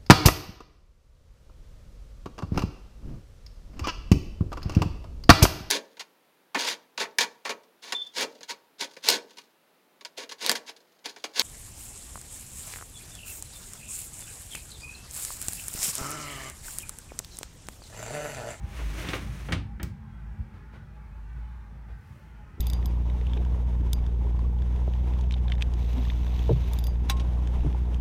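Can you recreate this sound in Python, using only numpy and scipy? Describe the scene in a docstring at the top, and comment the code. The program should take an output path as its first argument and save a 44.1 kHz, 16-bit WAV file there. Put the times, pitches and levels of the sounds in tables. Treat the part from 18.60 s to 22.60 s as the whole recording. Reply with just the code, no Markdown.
"""A hollow wooden door is pushed open over carpet. From the start its lower edge brushes the pile,
and stick-slip friction makes the leaf chatter. Knocks excite the leaf's modes, most strongly near
0.9 s, and at 1.2 s the steel latch clicks. Someone then walks softly into the room, each step a thud
in the floor and a scuff on the pile. Throughout, the house booms and rumbles, a fan hums and moving
air hisses with a thin whistle."""
import sys
import numpy as np
from scipy import signal
from scipy.fft import rfft, irfft
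from scipy.io import wavfile
from scipy.ndimage import uniform_filter1d, map_coordinates

SR = 44100
rng = np.random.default_rng(int(sys.argv[2]) if len(sys.argv) > 2 else 0)


def master(y):
    """Save y as 16-bit WAV."""
    cut = np.clip(np.atleast_2d(y).T, -1, 1)
    pcm = np.round(cut * 32767)  # scale
    wavfile.write(sys.argv[1], SR, pcm.astype(np.int16))


N = 176400
TOP_HZ = 15850

# Spectrum of a contact on wood. Each row: frequency in Hz, relative density in dB.
WOOD_SPECTRUM = [(100, -14), (300, 3.5), (600, -5), (1000, -4), (1400, -2), (2200, -1), (3300, -2),
                 (4800, -9.5), (7500, -15), (9300, -13.5), (10800, -25), (15500, -22)]


def door_knocks():
    """Impact excitation: each blow cracks on the wood and sets the leaf vibrating freely."""
    # Each row: start in seconds, contact gain in dB, contact cutoff in Hz, leaf gain in dB.
    knocks = [(0.191, -8, 1000, -27), (0.4456, -11, 2500, -10.5), (0.4873, -7.5, 7540, -22),
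              (.502, -20, 2500, -14.5), (0.533, 1.5, 2220, -17), (0.886, -4.5, 1290, -11.5),
              (0.909, -3, 350, -11.5), (0.9221, -4.5, 8900, -0.5), (0.9253, -3, 3630, -17),
              (1.1977, -9.5, 1510, -16), (1.218, -8, 403, -17.5)]
    contacts, ringing = np.zeros(N), np.zeros(N)
    for at, db, cutoff_hz, leaf_db in knocks:
        blow = impact(WOOD_SPECTRUM, cutoff_hz, t60=0.076, room_db=-9.5)
        crack = np.hypot(1, undb(-2.5) * decay(clock()[:len(blow)], t60=0.0079))
        add(contacts, at, undb(db - 23) * blow * crack)
        add(ringing, at, undb(leaf_db) * leaf_modes())
    return wood_resonances(contacts) + ringing


def leaf_modes():
    """Modal superposition: the leaf rings as damped sines, a little differently at each blow."""
    # Each row: frequency in Hz, relative level in dB, time to fall 60 dB in seconds.
    modes = [(63.2, -2, 0.46), (103.2, 0, 0.58), (147, -14, 0.5), (172.3, 1.5, 0.31), (257, -14, 0.52),
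             (282.4, -12, 0.4), (337, -12, 0.3), (541.4, -12.5, 0.13), (639, -20, 0.2), (1410, -13.5, 0.12),
             (1588, -20.5, 0.09), (1908, -11, 0.12), (2263, -15, 0.21), (3210, -16, 0.089)]
    t, out = clock()[:SR], 0
    for k, (hz, db, t60) in enumerate(modes):
        amplitude = (-1) ** k * undb(db + rng.standard_normal())
        detuned_hz = hz * (1 + 0.0037 * rng.standard_normal())
        out += amplitude * np.sin(2 * np.pi * detuned_hz * t) * decay(t, t60)
    return undb(-26.5) * out


def door_drag():
    """Stick-slip friction: the leaf chatters as its edge drags harder, heard through the wood."""
    # Each row: time in seconds, level in dB.
    levels = [(.15, -59), (.2, -44.5), (.25, -55), (.35, -61), (.4, -43.5), (.45, -41.5), (.5, -39.5),
              (.55, -47), (.6, -49), (.66, -65)]
    slips = colour(grains(spread=0.93), WOOD_SPECTRUM)
    muffled = signal.sosfilt(signal.butter(2, 3200, fs=SR, output="sos"), slips)
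    dragging = (clock() > levels[0][0]) * (clock() < levels[-1][0])
    return wood_resonances(muffled * envelope(levels) * dragging)


def wood_resonances(x, depth_db=1.5, spacing_hz=32):
    """Dense upper modes act as a minimum-phase filter, which rings only after it is excited."""
    hz = np.fft.rfftfreq(N, 1 / SR)
    peaks = np.interp(hz / spacing_hz, np.arange(2000), rng.standard_normal(2000))
    depth = depth_db * np.clip(hz / 500, 0, 1) * np.clip(4000 / (hz + 1), 0, 1)
    gain = undb(depth * (np.clip(peaks, -2, 2) - 0.19))
    cepstrum = irfft(np.log(gain), N)
    response = np.exp(rfft(2 * cepstrum[:N // 2], N))
    return irfft(rfft(x) * response, N)


def carpet_brush():
    """Friction noise: carpet fibres flick past the door's edge, louder the faster it moves."""
    # Each row: time in seconds, relative level in dB.
    levels = [(0, -35), (.03, -25.5), (.1, -17), (.19, -10.5), (.33, -9), (.365, -7), (.394, -2.5),
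              (.43, -5), (.5, -6), (.55, -3.5), (.6, -12), (.7, -14.5), (.87, -13), (.93, -19.5),
              (.97, -42)]
    # Each row: frequency in Hz, relative density in dB.
    pile_spectrum = [(250, -5.5), (320, 0), (470, -10.5), (600, -6.5), (830, -14), (1000, -9), (1600, -9),
                     (2400, -9.5), (3000, -13.5), (3800, -16), (4900, -20.5), (6100, -17.5), (7700, -23.5),
                     (9300, -21.5), (10400, -26.5), (12000, -26.5), (15500, -29.5)]
    fibres = colour(grains(spread=0.28), pile_spectrum)
    flutter_db = drift(60)
    return fibres * envelope(levels) * undb(flutter_db - 36) * (clock() < levels[-1][0])


def latch():
    """A hard impact is brief and so bright: the bolt ticks, the steel rings and the leaf shakes."""
    # Each row: start in seconds, click gain in dB, leaf gain in dB.
    clicks = [(1.2302, -35, -11)]
    # The ringing steel and the bolt's first touch. 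Each row: frequency in Hz, relative density in dB.
    steel_spectrum = [(300, 3), (850, -9), (1100, 8), (1450, 1), (2100, 2.5), (3700, -2.5), (5400, -1.5),
                      (6500, -4), (8500, -7), (10500, -10), (13500, -9), (15500, -5)]
    tick_spectrum = [(1500, -8), (5000, -6), (8500, 6), (10500, -12), (13500, -1), (15500, 5)]
    out = np.zeros(N)
    for at, db, leaf_db in clicks:
        add(out, at, undb(db) * impact(steel_spectrum, TOP_HZ, t60=0.038, room_db=-13.5))
        add(out, at, undb(db + 6) * noise(tick_spectrum) * decay(clock(), t60=0.0088))
        add(out, at, undb(leaf_db) * leaf_modes())
    return out


def impact(spectrum, cutoff_hz, t60, room_db):
    """Damping and reverberation: dense resonances die fast, and the room's tail loses treble first."""
    # Each row: frequency in Hz, reverberation time in seconds.
    room_t60 = [(200, 0.4), (2500, 0.29), (6000, .27), (14000, 0.22)]
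    t = clock()[:SR // 2]
    hz = np.fft.rfftfreq(len(t), 1 / SR)
    resonances = rfft(noise(spectrum)[:len(t)]) / np.sqrt(1 + (hz / cutoff_hz) ** 4)
    octave = np.round(np.log2(np.maximum(hz, 125) / 125))
    out = 0
    for k in np.unique(octave):
        band = irfft(resonances * (octave == k), len(t))
        tail = undb(room_db) * decay(t, on_log(hz[octave == k].mean(), room_t60))
        out += band * np.hypot(decay(t, t60), tail)
    rise_s = 0.95 / cutoff_hz
    return out * (1 - np.exp(-(t / rise_s) ** 2))


def footsteps():
    """Cushioned impact and friction: heels thud in the floor, soles scuff and slide on the pile."""
    # Each row: start in seconds, thud level in dB, scuff level in dB.
    steps = [(0.029, -33, -61), (1.785, -34.5, -68), (1.93, -41, -58), (2.125, -61, -53),
             (2.76, -40, -60.5), (3.28, -42.5, -58.5), (3.495, -42, -70), (3.933, -44.5, -68)]
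    # Each row: centre in seconds, half length in seconds, level in dB.
    slides = [(3.537, 0.19, -73)]
    # Each row: frequency in Hz, relative density in dB.
    thud_spectrum = [(25, -14), (45, -17.5), (65, 4), (95, -8), (140, -10), (250, -25.5), (500, -48.5)]
    scuff_spectrum = [(100, -14.5), (300, 4), (700, -0.5), (2000, -6.5), (4000, -18.5), (8000, -31.5),
                      (15500, -40)]
    slide_spectrum = [(1500, -3), (5000, 6), (8000, 1), (15500, 1)]
    out, t = np.zeros(N), clock()
    for at, thud_db, scuff_db in steps:
        add(out, at, undb(thud_db) * noise(thud_spectrum) * swell(t, rise_s=0.011))
        add(out, at, undb(scuff_db) * noise(scuff_spectrum) * swell(t, rise_s=0.023))
    for at, half_s, db in slides:
        out += undb(db) * noise(slide_spectrum) * np.exp(-((t - at) / half_s) ** 2)
    return out


def bumps(half_cycles=0.62):
    """Structure-borne sound and air pressure: soft blows through floor and hand, and a push of air as the door
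    meets its stop, swing once or twice and stop."""
    # Each row: centre in seconds, frequency in Hz, peak level in dB.
    blows = [(0.042, 97, -26.5), (.966, 76, -21.5), (1.236, 70, -31), (1.27, 108, -27), (1.804, 74, -22.5),
             (3.3, 380, -48), (3.514, 85, -34), (3.982, 288, -39.5), (3.994, 333, -43)]
    out = np.zeros(N)
    for at, hz, db in blows:
        cycles = hz * (clock() - at)
        out += undb(db) * np.cos(2 * np.pi * cycles) * np.exp(-(cycles / half_cycles) ** 2)
    return out


def house_rumble():
    """Narrow-band and broadband noise: the room's lowest boom wavers over the rumble of the house."""
    # Each row: time in seconds, relative level in dB.
    boom_levels = [(0, -34), (.13, -41), (.26, -27), (.34, -36.5), (.43, -42), (.6, -35), (.8, -38),
                   (1.1, -42), (1.4, -45), (1.7, -36), (1.87, -49), (2.1, -48.5), (2.45, -43.5),
                   (2.65, -38.5), (2.83, -34.5), (3.15, -48.5), (3.32, -36.5), (3.45, -62), (3.82, -41.5),
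                   (4, -66)]
    rumble_levels = [(0, -42.5), (.7, -38), (1.3, -41.5), (2, -46.5), (3, -47), (4, -49)]
    # Each row: frequency in Hz, relative density in dB.
    spectrum = [(15, -48), (25, -28.5), (38, -16.5), (59, 2.5), (69, -5.5), (81, -2), (107, -6.5),
                (148, -5.5), (173, -11), (220, -12), (234, -28), (244, -40), (300, -38), (390, -66),
                (660, -120)]
    boom = tone(hz=54.7 + 2.437 * drift(17)) * undb(0.96 * drift(12) - 1.5)
    return boom * envelope(boom_levels) + noise(spectrum) * envelope(rumble_levels)


def fan_hum():
    """Tonal fan noise: one partial, slightly modulated in frequency and amplitude."""
    # Each row: time in seconds, relative level in dB.
    levels = [(0, -56), (1, -54), (1.6, -51.5), (2.1, -56.5), (3, -62.5), (4, -63)]
    return tone(hz=216.9 + 1.48 * drift(8)) * undb(2 * drift(6.7) - 3.5) * envelope(levels)


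def air_whistle():
    """A flow tone: the air whistles thinly, and random modulation broadens its spectral line."""
    # Each row: time in seconds, frequency in Hz, relative level in dB.
    course = [(0, 810, -58.5), (1.1, 807, -67.5), (1.42, 805, -63), (1.62, 816, -75), (2.05, 882, -66),
              (2.3, 830, -66), (2.6, 882, -70), (2.97, 845, -59), (3.3, 823, -73), (3.5, 890, -68),
              (3.8, 840, -62), (4, 846, -73)]
    at, hz, db = np.array(course).T
    pitch_hz = np.interp(clock(), at, hz) + 8.6 * drift(50)
    flutter_db = 5.5 * drift(30) - 5.5
    return tone(pitch_hz) * undb(np.interp(clock(), at, db) + flutter_db)


def air_flow():
    """Broadband flow noise: moving air hisses, coloured by the room."""
    # Each row: frequency in Hz, relative density in dB.
    spectrum = [(150, -16), (250, -2.5), (360, -3), (516, -8), (705, -10), (850, -2), (1030, -8),
                (1480, -5.5), (2360, -13), (3110, -20.5), (4960, -28), (5500, -27), (7600, -32.5),
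                (9300, -31.5), (10400, -37), (11500, -34), (15500, -36.5)]
    # Each row: time in seconds, level in dB.
    levels = [(0, -57), (1.4, -60.5), (1.7, -58.5), (2.2, -59.5), (2.9, -58), (3.2, -59.5), (4, -58.5)]
    return standing_waves(noise(spectrum)) * envelope(levels)


def standing_waves(x, depth_db=3.5, spacing_hz=70, changes_per_s=7):
    """Interference: the room's spectral peaks and dips drift as the microphone moves through them."""
    hz, t, spectra = signal.stft(x, SR, nperseg=2048)
    field = rng.standard_normal((1024, 64))
    position = np.meshgrid(hz / spacing_hz, t * changes_per_s, indexing="ij")
    db = depth_db * map_coordinates(field, position, mode="mirror")
    treble_taper = np.clip(3000 / (hz[:, None] + 1), 0, 1)
    return unit(signal.istft(spectra * undb(db * treble_taper), SR)[1][:N])


def undb(db):
    """Decibels to amplitude ratio."""
    return 10 ** (np.asarray(db) / 20)


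def unit(x):
    """Normalise to rms 1."""
    return x / np.sqrt(np.mean(x ** 2))


def clock():
    """Time of each sample in seconds."""
    return np.arange(N) / SR


def envelope(rows):
    """Gain over time from points in seconds and dB."""
    return undb(np.interp(clock(), *np.array(rows).T))


def decay(t, t60):
    """Exponential decay by 60 dB in t60 seconds."""
    return np.exp(-np.log(1000) * t / t60)


def swell(t, rise_s):
    """A critically damped pulse that peaks at rise_s."""
    return t / rise_s * np.exp(1 - t / rise_s)


def on_log(hz, rows):
    """Interpolate a table on a log-frequency axis."""
    row_hz, values = np.array(rows).T
    return np.interp(np.log(hz + 1), np.log(row_hz), values)


def colour(x, rows):
    """Filter x by a spectrum, falling steeply past its ends; rms 1."""
    hz = np.fft.rfftfreq(N, 1 / SR) + 1
    below = 1 + (.8 * rows[0][0] / hz) ** 12
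    above = 1 + (hz / rows[-1][0] / 1.15) ** 12
    return unit(irfft(rfft(x) * undb(on_log(hz, rows)) / np.sqrt(below * above), N))


def noise(rows):
    """Gaussian noise with a given spectrum."""
    return colour(rng.standard_normal(N), rows)


def grains(spread):
    """White noise roughened by log-normal amplitudes."""
    return rng.standard_normal(N) * np.exp(spread * rng.standard_normal(N))


def drift(changes_per_s):
    """Smooth random modulation of rms 1."""
    hold = int(SR / changes_per_s)
    stairs = np.repeat(rng.standard_normal(N // hold + 1), hold)
    return unit(uniform_filter1d(stairs, hold)[:N])


def tone(hz):
    """A sine of rms 1 whose phase integrates a moving frequency."""
    return np.sqrt(2) * np.sin(2 * np.pi * np.cumsum(hz) / SR)


def add(out, at, x):
    """Superpose x on out from a time in seconds."""
    start = max(int(at * SR), 0)
    out[start:start + len(x)] += x[:N - start]


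def scene():
    """Superposition: door, feet and house add at one microphone."""
    door = door_knocks() + door_drag() + carpet_brush() + latch()
    house = house_rumble() + fan_hum() + air_whistle() + air_flow()
    return (door + footsteps() + bumps() + house)[None]


def record(dry):
    """Band limiting: the microphone cuts the deepest bass and the highest treble."""
    thin = signal.sosfilt(signal.butter(5, 40, "high", fs=SR, output="sos"), dry)
    return signal.sosfilt(signal.ellip(10, .2, 70, TOP_HZ, fs=SR, output="sos"), thin)


dry = scene()
out = record(dry)
master(out)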